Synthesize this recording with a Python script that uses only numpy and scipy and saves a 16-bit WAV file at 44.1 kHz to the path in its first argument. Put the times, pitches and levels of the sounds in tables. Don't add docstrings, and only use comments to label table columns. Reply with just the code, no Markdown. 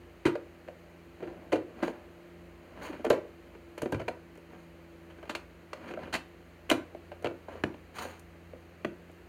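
import sys
import numpy as np
from scipy import signal
from scipy.fft import rfft, irfft
from scipy.io import wavfile

SR = 44100
rng = np.random.default_rng(int(sys.argv[2]) if len(sys.argv) > 2 else 0)


def store_wav(level_fs):
    pcm = np.round(np.clip(np.atleast_2d(level_fs), -1, 1) * 32767)
    wavfile.write(sys.argv[1], SR, pcm.T.astype(np.int16))


N = 409248


def from_db(db):
    return 10 ** (np.asarray(db) / 20)


def rms_one(x):
    return x / np.sqrt(np.mean(x ** 2) + 1e-20)


def peak_one(x):
    return x / np.max(np.abs(x))


def energy_one(x):
    return x / np.sqrt(np.mean(x[:round(.03 * SR)] ** 2) + 1e-20)


def high_pass(x, hz):
    return signal.sosfilt(signal.butter(4, hz, "high", fs=SR, output="sos"), x)


def drift(rate_hz):
    r = np.exp(-80 * np.pi * rate_hz / SR)
    coarse = rng.standard_normal(N // 40 + 2002)
    slow = signal.lfilter([1], [1, -2 * r, r * r], coarse)[2000:]
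    return np.interp(np.arange(N) / 40, np.arange(len(slow)), rms_one(slow))


def coloured(x, spectrum):
    hz, db = np.transpose(spectrum)
    grid = np.maximum(np.arange(len(x) // 2 + 1) * SR / len(x), 1)
    gain = from_db(np.interp(np.log(grid), np.log(hz), db))
    return irfft(rfft(x) * gain, len(x))


def rings(modes, size):
    t = np.arange(size) / SR
    return np.array([from_db(db - 60 * t / t60) * np.sin(2 * np.pi * hz * t) for hz, db, t60 in modes])


def favoured(modes, pitch_hz, focus_db, size):
    octaves_off = np.abs(np.log2(np.array(modes)[:, 0] / pitch_hz))
    return from_db(-focus_db * octaves_off) @ rings(modes, size)


# (frequency [Hz], level [dB])
AIR_COLOUR = [(25, -37), (42, -18), (60, 10.5), (72, -8.5), (130, -11.5), (200, -8.5), (300, -6), (450, -7),
              (600, -9), (870, -15.5), (2100, -17), (3000, -21), (5000, -28.5), (16000, -35.5)]
AIR_DB = -53.5


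def air():
    rush = rms_one(coloured(rng.standard_normal(N), AIR_COLOUR))
    return from_db(AIR_DB + 0.12 * drift(0.6)) * rush


# (time [s], blade rate [Hz], hum level before the line levels [dB], tilt [dB per octave])
FAN_COURSE = [(0, 85.9, -61, -2.5), (1.1, 84.8, -60, -1), (2.4, 85.93, -59, -0.5),
              (4.9, 84.08, -59.5, -2.5), (6.5, 85.76, -61, -4.5), (8.35, 84.86, -61, -7),
              (9.28, 86.7, -61, -5.5)]
# (multiple of the blade rate, level relative to the hum [dB])
FAN_LINES = [(1, -2.5), (2, -0.5), (3, -8.5), (4, 4.5), (6, -12), (7, -5.5)]


def fan(waver_hz=0.343, flutter_db=2.0):
    s, *columns = np.transpose(FAN_COURSE)
    hz, hum_db, tilt_db = [np.interp(np.arange(N) / SR, s, c) for c in columns]
    phase = 2 * np.pi * np.cumsum(hz + waver_hz * drift(4.18)) / SR
    hum = np.zeros(N)
    for multiple, db in FAN_LINES:
        tilted_db = tilt_db * np.log2(multiple / 2)
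        line_db = hum_db + db + tilted_db + flutter_db * drift(2.7)
        sine = np.sin(multiple * phase + rng.uniform(0, 2 * np.pi))
        hum += np.sqrt(2) * from_db(line_db) * sine
    return hum


ROOM_T60_S, WALL_CUT_HZ = 0.33, 1700
ROOM_DB = -8.5


def room(x, swell_s=0.00066, treble_share=0.61):
    t = np.arange(SR // 2) / SR
    shape = (1 - np.exp(-t / swell_s)) * from_db(-60 * t / ROOM_T60_S)
    answer = rng.standard_normal(len(t)) * shape
    lows = signal.sosfilt(signal.butter(1, WALL_CUT_HZ, fs=SR, output="sos"), answer)
    extra_fade = from_db(-60 * t / ROOM_T60_S * (1 / treble_share - 1))
    answer = lows + (answer - lows) * extra_fade
    return signal.fftconvolve(x, answer / np.sqrt(np.sum(answer ** 2)))[:N]


# (time [s], peak level before the bass cut [dB], pitch [Hz])
LANDINGS = [(0.254, -23.5, 143), (1.529, -35, 110), (3.104, -32, 130), (3.822, -32, 142), (3.921, -32, 120),
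            (3.944, -23, 110), (3.995, -29, 110), (6.715, -34, 110), (7.249, -34, 130), (7.638, -25.5, 190),
            (8.85, -30.5, 206)]
# (frequency [Hz], level [dB], time to die by 60 dB [s])
PANEL_MODES = [(83, -3, 0.15), (110, 17.5, 0.42), (144.4, 25, 0.19), (207.4, 26, 0.23)]


def thumps(soft_ms=1.0):
    t_ms = np.arange(1500) / SR * 1000
    push = t_ms * np.exp(-t_ms / soft_ms)
    out = np.zeros(N + SR)
    for s, db, pitch_hz in LANDINGS:
        panel = favoured(PANEL_MODES, pitch_hz, focus_db=17.5, size=12000)
        thud = peak_one(np.convolve(panel, push))
        at = round(s * SR)
        out[at:at + len(thud)] += from_db(db) * thud
    return high_pass(out[:N] + 1e-18, 25)


# (time [s], noise level before filtering [dB])
PING_TIMES = [(3.047, -26.5), (3.099, -15), (3.778, -29), (3.818, -22), (3.92, -26), (4.351, -44),
              (4.373, -42), (7.223, -37), (6.698, -9.5), (6.711, -30), (8.193, -31), (9.113, -44)]
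PING_LOW_HZ, PING_HIGH_HZ = 5500, 10000
PING_T60_S, PING_RISE_S = 0.022, 0.0022


def pings():
    size = 1500
    t = np.arange(size) / SR
    shape = (1 - np.exp(-(t / PING_RISE_S) ** 2)) * from_db(-60 * t / PING_T60_S)
    out = np.zeros(N + size)
    for s, db in PING_TIMES:
        at = round(s * SR)
        out[at:at + size] += from_db(db) * shape * rng.standard_normal(size)
    softened = signal.sosfilt(signal.butter(2, PING_HIGH_HZ, fs=SR, output="sos"), out[:N] + 1e-18)
    return high_pass(softened, PING_LOW_HZ)


# (frequency [Hz], level [dB])
SHELL_TONES = [(810, 0), (980, 11.5), (1140, 11.5), (1370, 9), (1550, 11.5), (1720, 5.5), (1940, 6.5),
               (2170, 7), (2400, 6), (2690, 5.5), (2980, 1), (3200, -24), (4250, -7.5)]
SHELL_T60_S = .011


def shell_modes():
    return [(hz, db, SHELL_T60_S) for hz, db in SHELL_TONES]


# (time [s], peak level [dB], pitch [Hz])
SNAP_TIMES = [(3.104, -24, 4250), (4.082, -25.5, 2380), (5.298, -30, 954), (5.352, -29, 2900),
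              (5.731, -30, 970), (5.944, -43, 2210), (5.974, -33.5, 1440), (6.149, -17.5, 1880),
              (6.7, -13, 2900), (6.714, -21, 1360), (7.257, -31, 2900), (7.269, -31, 2580),
              (7.637, -16, 1700), (7.637, -26, 2880), (7.741, -46, 2750), (7.986, -27.5, 1100),
              (8.848, -23, 1140), (8.848, -24.5, 1930)]
SNAP_T60_S, SNAP_RISE_MS = 0.012, 1.0
SNAP_ROOM_DB = -9


def snaps():
    size = 2000
    modes = [(hz, 0, SNAP_T60_S) for hz, _ in SHELL_TONES]
    rise = 1 - np.exp(-(np.arange(size) / SR * 1000 / SNAP_RISE_MS) ** 2)
    out = np.zeros(N + size)
    for s, db, pitch_hz in SNAP_TIMES:
        click = peak_one(rise * favoured(modes, pitch_hz, focus_db=34, size=size))
        at = round(s * SR)
        out[at:at + size] += from_db(db) * click
    return out[:N]


# (start [s], peak [s], end [s], level at the peak [dB],
# hardness [dB], pitch of the rubbed place [Hz])
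RUB_STROKES = [(1.197, 1.228, 1.48, -43, -7.5, 600), (1.684, 1.838, 2.05, -44, -1, 798),
               (1.832, 1.86, 1.875, -66, 17.5, 1500), (2.618, 2.84, 2.95, -47, 0.5, 800),
               (2.826, 2.87, 2.875, -58, 15, 2240), (2.887, 2.932, 3.2, -51.5, 3.5, 1500),
               (3.433, 3.532, 3.6, -56, -8, 500), (4.504, 4.55, 4.57, -55.5, -0.5, 1100),
               (4.592, 4.633, 4.635, -90, 22.5, 1500), (5.75, 5.916, 5.93, -45.5, 1, 1300),
               (5.91, 6.038, 6.15, -46.5, -1, 1300), (7.488, 7.526, 7.58, -49, 1.5, 800),
               (7.956, 7.964, 8.02, -64, 17, 1300), (7.948, 8.03, 8.17, -58.5, 18, 3000)]
# (hollow [dB], shell [dB], hiss [dB])
LIGHT_ENDS_DB = (-13, -21, -26)
# (frequency [Hz], level [dB])
HISS_COLOUR = [(2500, -1.5), (3500, 0.5), (4250, 2), (5400, -8), (6650, 3), (7700, -8.5), (9000, -0.5),
               (10500, -8.5), (16000, -11)]
HISS_DB, HISS_PER_HARDNESS = -15.5, 1.72
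TOUCH_S, LIFT_OFF_S = 0.014, 0.049
HOLD = 0.72
FULL_STROKE_S = 0.3
GRIT_DB = 1.8


def rubbing(grains_per_s=3500, size_db=3.5, lumpy_db=1.3):
    t = np.arange(N) / SR
    sizes = from_db(size_db * np.minimum(rng.exponential(1, N), 4))
    grains = (rng.random(N) < grains_per_s / SR) * sizes
    grains *= rng.choice([-1, 1], N) * from_db(lumpy_db * drift(25.0))
    gritty = (grains + 7.2 * rng.standard_normal(N)) * from_db(GRIT_DB * drift(100))
    hiss = rms_one(coloured(gritty, HISS_COLOUR))
    out = np.zeros(N)
    for start, peak, end, db, hardness_db, pitch_hz in RUB_STROKES:
        span = slice(round((start - .2) * SR), round((end + .2) * SR))
        now = t[span]
        bodies = []
        for modes in (HOLLOW_MODES, shell_modes()):
            body = favoured(modes, pitch_hz, focus_db=2.5, size=8000)
            bodies.append(rms_one(signal.fftconvolve(grains[span], body)[:len(now)]))
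        box, shell = bodies
        lightness = np.interp(now, [start, peak, end], [1, 0, 1]) ** HOLD
        lightness *= min((end - start) / FULL_STROKE_S, 1)
        fade = np.clip(np.minimum((now - start) / TOUCH_S, (end - now) / LIFT_OFF_S) + 1, 0, 1)
        layers = high_pass(box, 79), shell, hiss[span]
        peaks_db = db, db + hardness_db, db + HISS_DB + HISS_PER_HARDNESS * hardness_db
        for layer, peak_db, ends_db in zip(layers, peaks_db, LIGHT_ENDS_DB):
            out[span] += layer * from_db(peak_db + ends_db * lightness) * fade
    return out


# (time [s], knock level before the final trim [dB], hardness [dB],
# knock pitch [Hz], chatter length [ms])
TOUCHES = [(0.253, -14, -6, 316, 15.8), (0.353, -29, -6, 604, 5.4), (0.676, -47, -3, 450, 4.8),
           (0.684, -37.5, -6.5, 594, 2.2), (1.204, -45, -4.5, 368, 4), (1.227, -30.5, -12, 358, 7),
           (1.273, -37.5, -7.5, 360, 7.2), (1.52, -27, 0, 400, 13.3), (1.528, -16, -9.5, 390, 11),
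           (1.556, -28, -5, 350, 6.6), (1.826, -21, -5.5, 434, 14.1), (1.879, -31, -5, 570, 2.8),
           (2.89, -33, -31, 304, 5.4), (2.994, -37.5, -20, 298, 5), (3.044, -25, -6, 356, 13.5),
           (3.064, -27, -6, 282, 6.3), (3.102, -11.5, -7, 422, 7.33), (3.127, -28.5, -3.5, 496, 10),
           (3.176, -45, -1, 393, 6.8), (3.254, -45, -15, 396, 7.8), (3.549, -45, -5, 342, 4.6),
           (3.777, -37.5, 0, 550, 9.3), (3.818, -35, 0.5, 540, 3.8), (3.829, -27, -11, 434, 5.9),
           (3.857, -26.5, -10, 470, 4), (3.922, -24.5, -5.5, 253, 8.7), (3.942, -30.5, -3.5, 382, 9.9),
           (3.995, -35.5, -1, 375, 12.5), (4.015, -37, -4, 382, 4.2), (4.08, -28.5, -0.5, 457, 5.7),
           (4.354, -52, -1, 298, 7.2), (4.375, -45, -8, 353, 7.1), (4.522, -52, -10, 337, 3),
           (5.101, -52, 4, 353, 9.3), (5.184, -50, 0, 340, 7.5), (5.228, -44, -0.5, 568, 6.8),
           (5.253, -48.5, 0, 397, 7.6), (5.275, -49, -2, 400, 6.9), (5.294, -35, 6, 423, 10.7),
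           (5.35, -37.5, 8.5, 574, 6.57), (5.731, -37, 3.5, 490, 3.3), (5.877, -44, 2.5, 288, 15),
           (5.911, -39, -3.5, 304, 2.1), (5.938, -36.5, -5, 505, 1.6), (5.972, -34.5, -10.5, 495, 4.2),
           (5.99, -41, -7, 500, 4.1), (6.071, -41, -3, 490, 9.6), (6.127, -42.5, 12, 383, 14.8),
           (6.138, -36, 10, 324, 6.5), (6.149, -33.5, 7, 392, 9.8), (6.693, -37, 0, 480, 3.5),
           (6.7, -28.5, 4, 420, 3.13), (6.712, -16.5, -0.5, 355, 7.1), (6.948, -38.5, -8.5, 574, 2.3),
           (7.116, -40, -3.5, 626, 6.9), (7.222, -45, -4, 571, 10.3), (7.244, -26.5, -3.5, 674, 5.5),
           (7.258, -28, -5.5, 554, 5.4), (7.269, -32, -2.5, 440, 4.2), (7.31, -38, -8, 420, .8),
           (7.483, -38.5, -6.5, 740, 7.1), (7.552, -43.5, -13, 700, 4.6), (7.637, -22.5, -3.5, 388, 0.98),
           (7.743, -44, -3.5, 347, 3), (7.984, -57, 20.5, 548, 8.2), (8.049, -35.5, -19, 424, 9.7),
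           (8.533, -40.5, -13, 334, 3.1), (8.847, -26.5, -3.5, 245, 3), (9.095, -52.5, -3, 495, 9.8)]
# (frequency [Hz], level [dB], time to die by 60 dB without the grip [s])
HOLLOW_MODES = [(241.6, 0.5, 0.18), (253.3, -3, 0.36), (282, -2, 0.21), (329.2, 6.5, 0.1),
                (363.4, 12, 0.043), (377, -7, 0.17), (405, 9.5, 0.036), (486, 9, 0.036), (538.5, 4.5, 0.12),
                (574, -9, 0.12), (593, 16.5, 0.027), (740, 3.5, 0.077)]
# (frequency [Hz], level [dB])
TICK_COLOUR = [(2500, -1.5), (3500, 6), (5200, -1), (8500, -3.5), (16000, -22)]
TICK_DB, TICK_PER_HARDNESS, TICK_PER_STRENGTH, USUAL_KNOCK_DB = -14, 2.09, 0.45, -31.5
TICK_FADE_MS = 110
GRIP_DB_PER_S = 300


def contacts(clicks_per_ms=8.0, focus_db=8.0, soft_ms=0.24, rise_share=0.3512, tick_t60=0.012, quiet_share=0.6,
             first_push=0.85, hard_tilt=0.75, usual_db=-5, snap=0.1):
    size = int(SR * .4)
    t_ms = np.arange(size) / SR * 1000
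    out = np.zeros(N + size)
    hollow = rings(HOLLOW_MODES, size) * from_db(-GRIP_DB_PER_S * t_ms / 1000)
    shell = rings(shell_modes(), size)
    octaves = np.log2(np.array(HOLLOW_MODES)[:, 0])
    shell_octaves = np.log2(np.array(SHELL_TONES)[:, 0] / 1500)
    push = t_ms * np.exp(-t_ms / soft_ms)
    tick_decay = from_db(-120 * t_ms / 1000 / tick_t60)
    for s, knock_db, hardness_db, pitch_hz, length_ms in TOUCHES:
        shell_db = knock_db + hardness_db
        tick_db = knock_db + TICK_DB + TICK_PER_HARDNESS * hardness_db
        tick_db += TICK_PER_STRENGTH * (knock_db - USUAL_KNOCK_DB)
        strengths = from_db(2 * rng.standard_normal(len(hollow) + len(shell)))

        rise_ms = max(rise_share * length_ms, .3)
        landing = round(rise_ms * SR / 1000)
        press = (1 - np.exp(-((t_ms + 0.031) / rise_ms) ** 2)) * np.exp(-t_ms / length_ms)
        clicks = (rng.random(size) < clicks_per_ms * 1000 / SR) * rng.standard_normal(size)
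        chatter = clicks * press

        blow = chatter / np.sqrt(np.sum(chatter ** 2) + 1e-12)
        blow[landing] += first_push
        near = from_db(-focus_db * np.abs(octaves - np.log2(pitch_hz))) * strengths[:len(hollow)]
        near *= rng.choice([-1, 1], len(hollow))
        knock = signal.fftconvolve(blow, np.convolve(near @ hollow, push[:400]))[:size]
        knock = high_pass(knock, quiet_share * pitch_hz)

        burst = signal.fftconvolve(chatter ** 2, tick_decay)[:size]
        tick = coloured(rng.standard_normal(size), TICK_COLOUR) * np.sqrt(np.maximum(burst, 0))
        tick *= np.exp(-t_ms / TICK_FADE_MS)

        chatter[landing] += snap * np.sqrt(np.sum(chatter ** 2))
        bright = from_db(hard_tilt * (hardness_db - usual_db) * shell_octaves) * strengths[len(hollow):]
        ring = high_pass(signal.fftconvolve(chatter, bright @ shell)[:size], 302)

        at = round((s - .5 * rise_ms / 1000) * SR)
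        out[at:at + size] += from_db(knock_db - 4.5) * energy_one(knock)
        out[at:at + size] += from_db(shell_db - 8.5) * energy_one(ring)
        out[at:at + size] += from_db(tick_db - 5.0) * energy_one(tick)
    return out[:N]


def scene():
    case = contacts() + rubbing() + pings()
    clicks = snaps()
    echoes = from_db(ROOM_DB) * room(case + from_db(SNAP_ROOM_DB) * clicks)
    return (case + clicks + echoes + thumps() + fan() + air())[None]


def band_limit(x):
    return signal.sosfilt(signal.butter(12, 15900, fs=SR, output="sos"), x)


# (frequency [Hz], level [dB])
MICROPHONE_COLOUR = [(2400, -1.5), (3050, -3), (3500, -9), (4250, -2.5), (4800, -6), (5400, -11),
                     (6650, -4), (7800, -9.5), (9300, -6.5), (10600, -9.5), (11900, -4.5), (13000, -8),
                     (14100, -3.5), (15500, -6)]


def record(dry):
    x = high_pass(coloured(dry[0], MICROPHONE_COLOUR), 61.3)[None]
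    top = 0.27
    mix = top * np.tanh(x / top)
    return band_limit(mix)


dry = scene()
out = record(dry)
store_wav(out)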